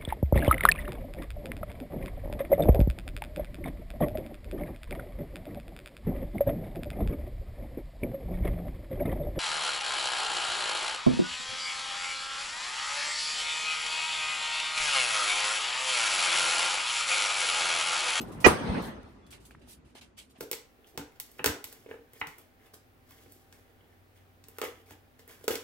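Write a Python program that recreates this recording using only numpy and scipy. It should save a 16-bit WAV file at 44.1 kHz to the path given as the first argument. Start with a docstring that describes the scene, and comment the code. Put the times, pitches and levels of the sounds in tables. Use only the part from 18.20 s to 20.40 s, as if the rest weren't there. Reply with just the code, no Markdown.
"""A firecracker goes off in a brick-walled lane at night. A rasping rush of noise leads into it, then come the
crack and its slaps off the near walls as push-and-suction pulses, then ringing sine tones and quickly dying
noise. A roll of shaped noise from down the lane starts as the dying roll of an earlier cracker and swells
again. Close by, feet scuff the grit (grainy noise bursts), small things tick and a bit of metal tinkles (short
fading sines). The town's hum is soft, low noise underneath. 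The loudest peaks are softly clipped."""
import sys
import numpy as np
from scipy import signal
from scipy.fft import rfft, irfft, next_fast_len
from scipy.io import wavfile
from scipy.ndimage import uniform_filter1d, map_coordinates

SR = 44100
rng = np.random.default_rng(int(sys.argv[2]) if len(sys.argv) > 2 else 0)


def inscribe(sig):
    """Save sig as 16-bit PCM at rate SR to the path in sys.argv[1].

    A 1-D sig is mono; a 2-D sig holds one channel per row.
    Samples are clipped to [-1, 1] before scaling.
    """
    pcm = np.round(np.clip(np.atleast_2d(sig).T, -1, 1) * 32767)
    wavfile.write(sys.argv[1], SR, pcm.astype(np.int16))


N = 97020
T = np.arange(N) / SR  # time of every sample [s]
CRACK_S = .2635  # when the firecracker bursts


def amp(db):
    """Turn decibels into a plain multiplier."""
    return 10 ** (np.asarray(db) / 20)


def per_side(left_right_db):
    """Turn a left and a right level [dB] into one multiplier for each side."""
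    return amp(left_right_db)[:, None]


def unit(x):
    """Scale x to an average (rms) strength of 1."""
    return x / np.sqrt(np.mean(x ** 2) + 1e-20)


def along(points, hz):
    """Read a curve of (frequency [Hz], value) points, spaced by pitch (log frequency)."""
    f, v = np.transpose(points)
    return np.interp(np.log(hz + 1), np.log(f + 1), v)


def filtered(x, response):
    """Multiply each frequency of x by response(hz)."""
    m = next_fast_len(N + SR // 2)
    hz = np.fft.rfftfreq(m, 1 / SR)
    return irfft(rfft(x, m) * response(hz), m)[..., :N]


def noise(spectrum, alike, patchy_db=0):
    """Stereo noise of rms 1, with random louder and softer patches in time and pitch."""
    z = signal.stft(rng.standard_normal((2, N)), nperseg=512)[2]
    field = rng.standard_normal(z.shape[1:])
    field = uniform_filter1d(uniform_filter1d(field, 4, 0), 6, 1)
    pair = signal.istft(z * amp(patchy_db * unit(field)), nperseg=512)[1][:, :N]

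    def mid_side_gain(hz):
        # This share of middle and side noise makes left and right as alike as asked.
        turn = np.arccos(np.clip(along(alike, hz), -1, 1)) / 2
        return amp(along(spectrum, hz)) * [np.cos(turn), np.sin(turn)]

    mid, side = filtered(pair, mid_side_gain)
    return unit(np.array([mid + side, mid - side]))


def shaped(x, gain_db, size):
    """Change the level of x by gain_db(hz, t), which varies over both pitch and time."""
    overlap = size - size // 4
    hz, t, z = signal.stft(x, SR, nperseg=size, noverlap=overlap)
    z = z * amp(gain_db(hz[:, None], t))
    return signal.istft(z, SR, nperseg=size, noverlap=overlap)[1][..., :N]


def swell(start, rise, hold, t60):
    """A gain that rises, holds, then falls by 60 dB in t60; all in seconds."""
    u = T - start
    attack = np.clip(u / max(rise, 1e-4), 0, 1) ** 2
    return attack * amp(-60 * np.clip(u - rise - hold, 0, None) / max(t60, 1e-3))


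def wobble(rate):
    """A smooth random curve through `rate` random points a second."""
    return map_coordinates(rng.standard_normal(int(N * rate / SR) + 4), [T * rate])


def bass(hz):
    """1 in the deep bass, falling to a half at 140 Hz and to almost nothing above."""
    return 1 / (1 + (hz / 140) ** 4)


# How alike left and right are, in the hum and the roll: (frequency [Hz], likeness [0 to 1])
FAR_ALIKE = [(60, 1), (240, 0.67), (950, 0.01), (3770, 0.06), (15000, 0.19)]
# Tone colour of the town's hum: (frequency [Hz], relative level per Hz [dB])
HUM_SPECTRUM = [(15, -40), (30, -14), (55, 0.5), (90, -6.5), (175, -10.5), (250, -6.5), (450, -16),
                (700, -22.5), (1300, -25), (2500, -32), (5000, -41.5), (9000, -50), (15500, -63)]
HUM_START_DB, HUM_FADE_DB_PER_S = -47.8, 6
HUM_WAVER_DB = 1.37  # typical size of the bass waver


def town_hum():
    """Many distant sounds blur into low noise; it fades steadily while its bass wavers."""
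    waver_db = HUM_WAVER_DB * wobble(8)
    hum = noise(HUM_SPECTRUM, FAR_ALIKE, patchy_db=2)
    hum = shaped(hum, lambda hz, t: np.interp(t, T, waver_db) * bass(hz / 2), size=1024)
    return amp(HUM_START_DB - HUM_FADE_DB_PER_S * T) * hum


# Tone colour of the roll before it is shaped: (frequency [Hz], relative level per Hz [dB])
LANE_SPECTRUM = [(21, -39), (35, -15), (237, -2.5), (338, -10.5), (847, -12), (4440, -32), (6680, -41.5),
                 (7210, -63.5), (7790, -44), (9070, -38.5), (11700, -62.5), (12600, -50), (15500, -70.5)]
# Course of the roll: (time [s], level before tilt and bass [dB], tilt above 300 Hz [dB per octave],
# extra bass [dB])
ROLL_COURSE = [(0, -36.5, -5, -1), (0.101, -37.5, -4.5, -2), (.2, -41.5, -3, 2), (.26, -42.5, 3, 11),
               (0.332, -35.5, 2.5, -2.5), (0.391, -32.5, 0.5, -1), (.44, -34, 0.35, 1), (.48, -33, 0, 4.5),
               (.58, -30, -0.5, -2.5), (0.621, -38, 1, 1), (.7, -40, 0, -1), (.79, -45, -1.5, -7),
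               (0.861, -56, 1, -0.5), (1.05, -66.5, 0, -2), (1.301, -70, -4.5, -9)]
ROLL_ROUGH_DB = 0.5  # typical size of the quick level flutter


def lane_roll():
    """Echoes of both crackers blur into noise whose level and tone change as they die away."""
    s, level_db, tilt, bass_db = np.transpose(ROLL_COURSE)

    def gain_db(hz, t):
        octaves = np.log2(np.clip(hz, 300, None) / 300)
        return np.interp(t, s, level_db) + np.interp(t, s, tilt) * octaves + np.interp(t, s, bass_db) * bass(hz)

    roll = shaped(noise(LANE_SPECTRUM, FAR_ALIKE, patchy_db=3), gain_db, size=1024)
    return roll * amp(ROLL_ROUGH_DB * wobble(60))


# One faint, thin tone: (start [s], hold [s], frequency [Hz], level [dB])
FAINT_TONE = (1.012, .07, 3420, -71)


def thin_tone():
    """A single sine fades in, holds briefly and fades out."""
    s, hold, hz, db = FAINT_TONE
    return amp(db) * swell(s, 0.023, hold, .05) * np.sin(2 * np.pi * hz * T)


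# When the metal tinkles: (time [s], level of the whole tinkle [dB])
TINKLE_TIMES = [(0.013, -49), (1.25, -61), (1.987, -55), (2.107, -67)]
# Ringing tones of the bit of metal: (frequency [Hz], middle level [dB], time to fall 60 dB [s])
METAL_TONES = [(2930, -11, 0.042), (3440, -5, 0.058), (4500, 3, 0.055), (6360, -8, 0.08), (7950, -1, .05),
               (8900, -9, 0.094), (10200, -11, 0.048), (13030, 1, 0.073)]


def tinkles():
    """Metal rings at several pitches, each fading at its own speed and varied at random each time."""
    out, t = np.zeros((2, N + SR)), np.arange(SR // 5) / SR
    for s, db in TINKLE_TIMES:
        ring = 0
        for hz, level, t60 in METAL_TONES:
            fade = amp(level + rng.normal(0, 4.7, (2, 1)) - 60 * t / t60)
            ring = ring + fade * np.sin(2 * np.pi * (hz * t + rng.random((2, 1))))
        soft_start = 1 - np.exp(-t / 0.00092)
        out[:, round(s * SR):][:, :len(t)] += amp(db) * ring * soft_start
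    return out[:, :N]


# Small dry ticks: (time [s], level [dB], frequency [Hz], ring length [cycles],
# noise snap relative to the level [dB])
TICK_LIST = [(.832, -50.5, 4500, 3, -5.5), (1.066, -54.5, 4060, 10, -11), (1.107, -42, 5000, 3, -6.5),
             (1.3089, -41, 1620, 4, -13.5), (1.309, -46.5, 2430, 6, -12.5), (1.3155, -51, 4500, 6.2, -9.5),
             (1.349, -33, 1180, 1.5, -35), (1.3524, -39, 1840, 2.5, -40), (1.475, -46, 706, 1.6, -30),
             (1.7535, -44, 864, 3.2, -14.5), (1.753, -45.5, 387, 3.5, -30),
             (1.817, -45.5, 2500, 3.5, -14.5), (2.187, -46, 251, 2.2, -39)]
TICK_RISE_S = 0.0003


def ticks():
    """A knocked small thing gives a snap of noise and a few quickly fading cycles of a sine."""
    out, t = np.zeros((2, N + SR)), np.arange(SR // 5) / SR
    soft_start = 1 - np.exp(-(t / TICK_RISE_S) ** 2)
    for s, db, hz, cycles, snap_db in TICK_LIST:
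        snap = amp(snap_db) * rng.standard_normal((2, len(t))) * amp(-60 * t / 0.0082)
        ring = np.sin(2 * np.pi * hz * t) * np.exp(-2 * t * hz / cycles) * soft_start
        out[:, round(s * SR):][:, :len(t)] += amp(db) * (ring + snap)
    return out[:, :N]


# Tone colour of grit before each scuff's tilt: (frequency [Hz], relative level per Hz [dB])
GRIT_SPECTRUM = [(350, -29), (600, -6), (1300, -10), (2790, 1.5), (7040, -4.5), (8750, -1), (10700, -3),
                 (11600, -33.5), (13000, -1.5), (15500, -20.5)]
# Scuffs: (start [s], rise [s], hold [s], time to fall 60 dB [s], level before tilt and pan [dB],
# tilt around 5 kHz [dB per octave])
SCUFF_LIST = [(.005, 0.0027, 0.0017, 0.19, -50, -2), (0.051, .03, 0.011, 0.26, -66.5, 3.5),
              (.115, 0.0055, .015, 0.26, -61, 3), (.2, 0.0042, .012, 0.16, -50.5, 4.5),
              (.605, 0.018, 0.049, 0.18, -58.5, 7), (0.861, 0.027, .04, 0.2, -85, 9.5),
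              (1.063, 0.0025, 0.0012, 0.13, -62, -0.5), (1.101, 0.012, .004, 0.15, -53.5, 2.5),
              (1.12, .008, 0.016, 0.164, -54.5, -6), (1.2, 0.0045, 0.037, 0.41, -68.5, 2.5),
              (1.307, .002, 0.0081, 0.1505, -65, -7), (1.248, 0.0063, 0.01, 0.1456, -60, 3.5),
              (1.39, .005, 0.0067, 0.13, -75.5, -1), (1.413, .004, .005, 0.42, -67.5, -6),
              (1.458, 0.037, 0.041, .12, -55.5, 3.5), (1.645, 0.0062, 0.0546, 0.204, -71.5, -1.5),
              (1.746, 0.0065, 0.039, .06, -54.5, -4), (1.808, 0.0043, 0.01, 0.18, -53.5, -4),
              (1.964, 0.019, 0.0088, 0.2, -48, -1.5), (2.091, .008, 0.023, .1, -68.5, 1),
              (2.135, 0.027, 0.0079, 0.12, -67, -9), (2.172, 0.01, 0.0095, 0.14, -73.5, 6.5)]
GRIT_ALIKE = 0.053  # left-right likeness
GRAIN_DB, FEET_PAN_DB = 4, -2  # typical grain unevenness; left level minus right level


def feet():
    """Each scuff drags grains of grit, heard as uneven noise tilted dull or bright."""
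    grains = amp(GRAIN_DB * unit(uniform_filter1d(rng.exponential(size=N), 30)))
    grit = unit(grains * noise(GRIT_SPECTRUM, [(1000, GRIT_ALIKE)], patchy_db=1.8))
    out = np.zeros((2, N))
    for start, rise, hold, t60, db, tilt in SCUFF_LIST:
        scuff = grit * swell(start, rise, hold, t60)
        out += filtered(scuff, lambda hz: amp(db + tilt * np.log2((hz + 300) / 5000)))
    return out * per_side([FEET_PAN_DB / 2, -FEET_PAN_DB / 2])


# Tone colour of the near walls' echo: (frequency [Hz], relative level per Hz [dB])
NEAR_SPECTRUM = [(30, -40), (70, -16.5), (150, -13.5), (290, -6.5), (620, -13.5), (1190, -11.5),
                 (3300, -28.5), (7000, -32.5), (9900, -25), (11500, -42.5), (14000, -35.5), (15500, -43.5)]
# How fast that echo dies: (frequency [Hz], time to fall 60 dB [s])
NEAR_DECAY = [(60, 0.47), (250, 0.29), (1000, .22), (4000, .22), (12000, 0.18)]
# How alike its left and right are: (frequency [Hz], likeness [0 to 1])
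NEAR_LIKENESS = [(60, 0), (200, 1), (600, .2), (1500, 0)]
NEAR_DB = -12.5


def near_walls():
    """Dense echoes between the near walls blur into noise, each pitch dying at its own speed."""
    def decay_db(hz, t):
        return -60 * np.clip(t - CRACK_S, 0, 1) / along(NEAR_DECAY, hz)

    walls = shaped(noise(NEAR_SPECTRUM, NEAR_LIKENESS), decay_db, size=256)
    return amp(NEAR_DB) * walls * swell(CRACK_S, .002, 9, 1)  # the hold outlasts the scene


# Ringing air between the walls: (frequency [Hz], left level [dB], right level [dB],
# time to fall 60 dB [s])
AIR_TONES = [(78.2, -20.5, -15.5, 0.15), (249.4, -20, -11.5, 0.1), (968, -17, -18.5, .06),
             (2010, -19, -26.5, 0.038)]


def boom():
    """The crack sets the air between the walls ringing as a few fading sines."""
    u = np.clip(T - CRACK_S, 0, None)
    return sum(per_side([left, right]) * amp(-60 * u / t60) * np.sin(2 * np.pi * hz * u)
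               for hz, left, right, t60 in AIR_TONES)


THUMP_DROP_HZ, THUMP_END_HZ, THUMP_FALL_S = 860, 340.5, .0016  # starts at the sum of both pitches
THUMP_HOLD_S, THUMP_T60_S = 0.0053, .04
THUMP_DB = [-8.5, -12]  # left, right


def thump():
    """A short sine falls quickly in pitch, holds briefly and stops."""
    u = np.clip(T - CRACK_S, 0, None)
    # Adding up the falling pitch over time gives the turns of the sine so far.
    turns = THUMP_END_HZ * u + THUMP_DROP_HZ * THUMP_FALL_S * (1 - np.exp(-u / THUMP_FALL_S))
    gain = swell(CRACK_S, 0.00031, THUMP_HOLD_S, THUMP_T60_S)
    return per_side(THUMP_DB) * gain * np.sin(2 * np.pi * turns)


# Tone colour of the rush before its tones: (frequency [Hz], relative level per Hz [dB])
RUSH_SPECTRUM = [(100, -21), (300, -5), (600, -3), (1000, -5.5), (2000, -8), (3000, -9.5), (3650, -25),
                 (4320, -20), (6400, -26), (8400, -38), (9000, -58)]
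# Stronger tones in the rush: (frequency [Hz], width [Hz], left level before doubling [dB],
# right level before doubling [dB])
RUSH_PEAKS = [(452, 130, 5.5, -4), (953, 78, 1.5, 8.5), (1360, 50, -7.5, 3), (1936, 67, -9.5, 8),
              (2436, 40, 14, 11), (5766, 1500, 4, -3)]
RUSH_S, RUSH_RISE_S, RUSH_FALL_S = 0.2407, .006, 0.049  # start, rise, time to fall 60 dB
RUSH_DB = [-21.5, -7]  # left, right


def rush():
    """A rasping rush of noise with strong tones leads into the crack and fades after it."""
    def peaks(hz):
        gain = 1
        for centre, width, left, right in RUSH_PEAKS:
            bump = 2 * width ** 2 / (4 * (hz - centre) ** 2 + width ** 2)
            gain = gain + per_side([left, right]) * bump
        return gain

    rasp = noise(RUSH_SPECTRUM + [(11000, -89)], [(100, 0.076)])
    rasp = np.array([unit(side) for side in filtered(rasp, peaks)])
    hold = CRACK_S - RUSH_S - RUSH_RISE_S  # lasts until the crack
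    return per_side(RUSH_DB) * rasp * swell(RUSH_S, RUSH_RISE_S, hold, RUSH_FALL_S)


CRACK_RISE_S, CRACK_WIDTH_S = .0001, .00015  # speed of the rise; time until push turns to suction


def blast(start, width):
    """A shock front: air pushes, then sucks back after `width` seconds."""
    u = np.clip(T - start, 0, None)
    return (1 - np.exp(-u / CRACK_RISE_S)) * (1 - u / width) * np.exp(-u / width)


# Slaps off the near walls: (delay after the crack [s], left level [dB], right level [dB],
# time until push turns to suction [s]); levels scale the pulse shape, before the crack's own level
WALL_SLAPS = [(.0009, -11.5, -5, .0003), (.0031, -16, -4, .0006), (.0056, -13.5, -12.5, .0004),
              (.0078, -14, 1.5, .0012), (.011, -13.5, -10.5, .0008), (.022, -13.5, -12.5, .0004),
              (.0373, -9, -13, .0002)]
CRACK_DB = [0, -2.5]  # left, right, before the doubling


def crack():
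    """The burst sends out one sharp shock front, and near walls throw back later, wider ones."""
    fronts = blast(CRACK_S, CRACK_WIDTH_S)
    for delay, left, right, width in WALL_SLAPS:
        fronts = fronts + per_side([left, right]) * blast(CRACK_S + delay, width)
    return per_side(CRACK_DB) * 2 * fronts


def scene():
    """Add up everything, from the background to the firecracker."""
    background = town_hum() + lane_roll()
    close_by = thin_tone() + tinkles() + ticks() + feet()
    loud_part = near_walls() + boom() + thump() + rush() + crack()
    return background + close_by + loud_part


CLIP_TOP, CLIP_HARD = .96, 8  # highest possible level before the band limit; sharpness of the bend
TOP_HZ = 15900


def record(dry):
    """Round off the loudest peaks, then remove the deepest bass and the highest treble."""
    clipped = dry / (1 + np.abs(dry / CLIP_TOP) ** CLIP_HARD) ** (1 / CLIP_HARD)
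    return filtered(clipped, lambda hz: (hz < TOP_HZ) * hz ** 4 / (hz ** 4 + 32 ** 4))


dry = scene()
out = record(dry)
inscribe(out)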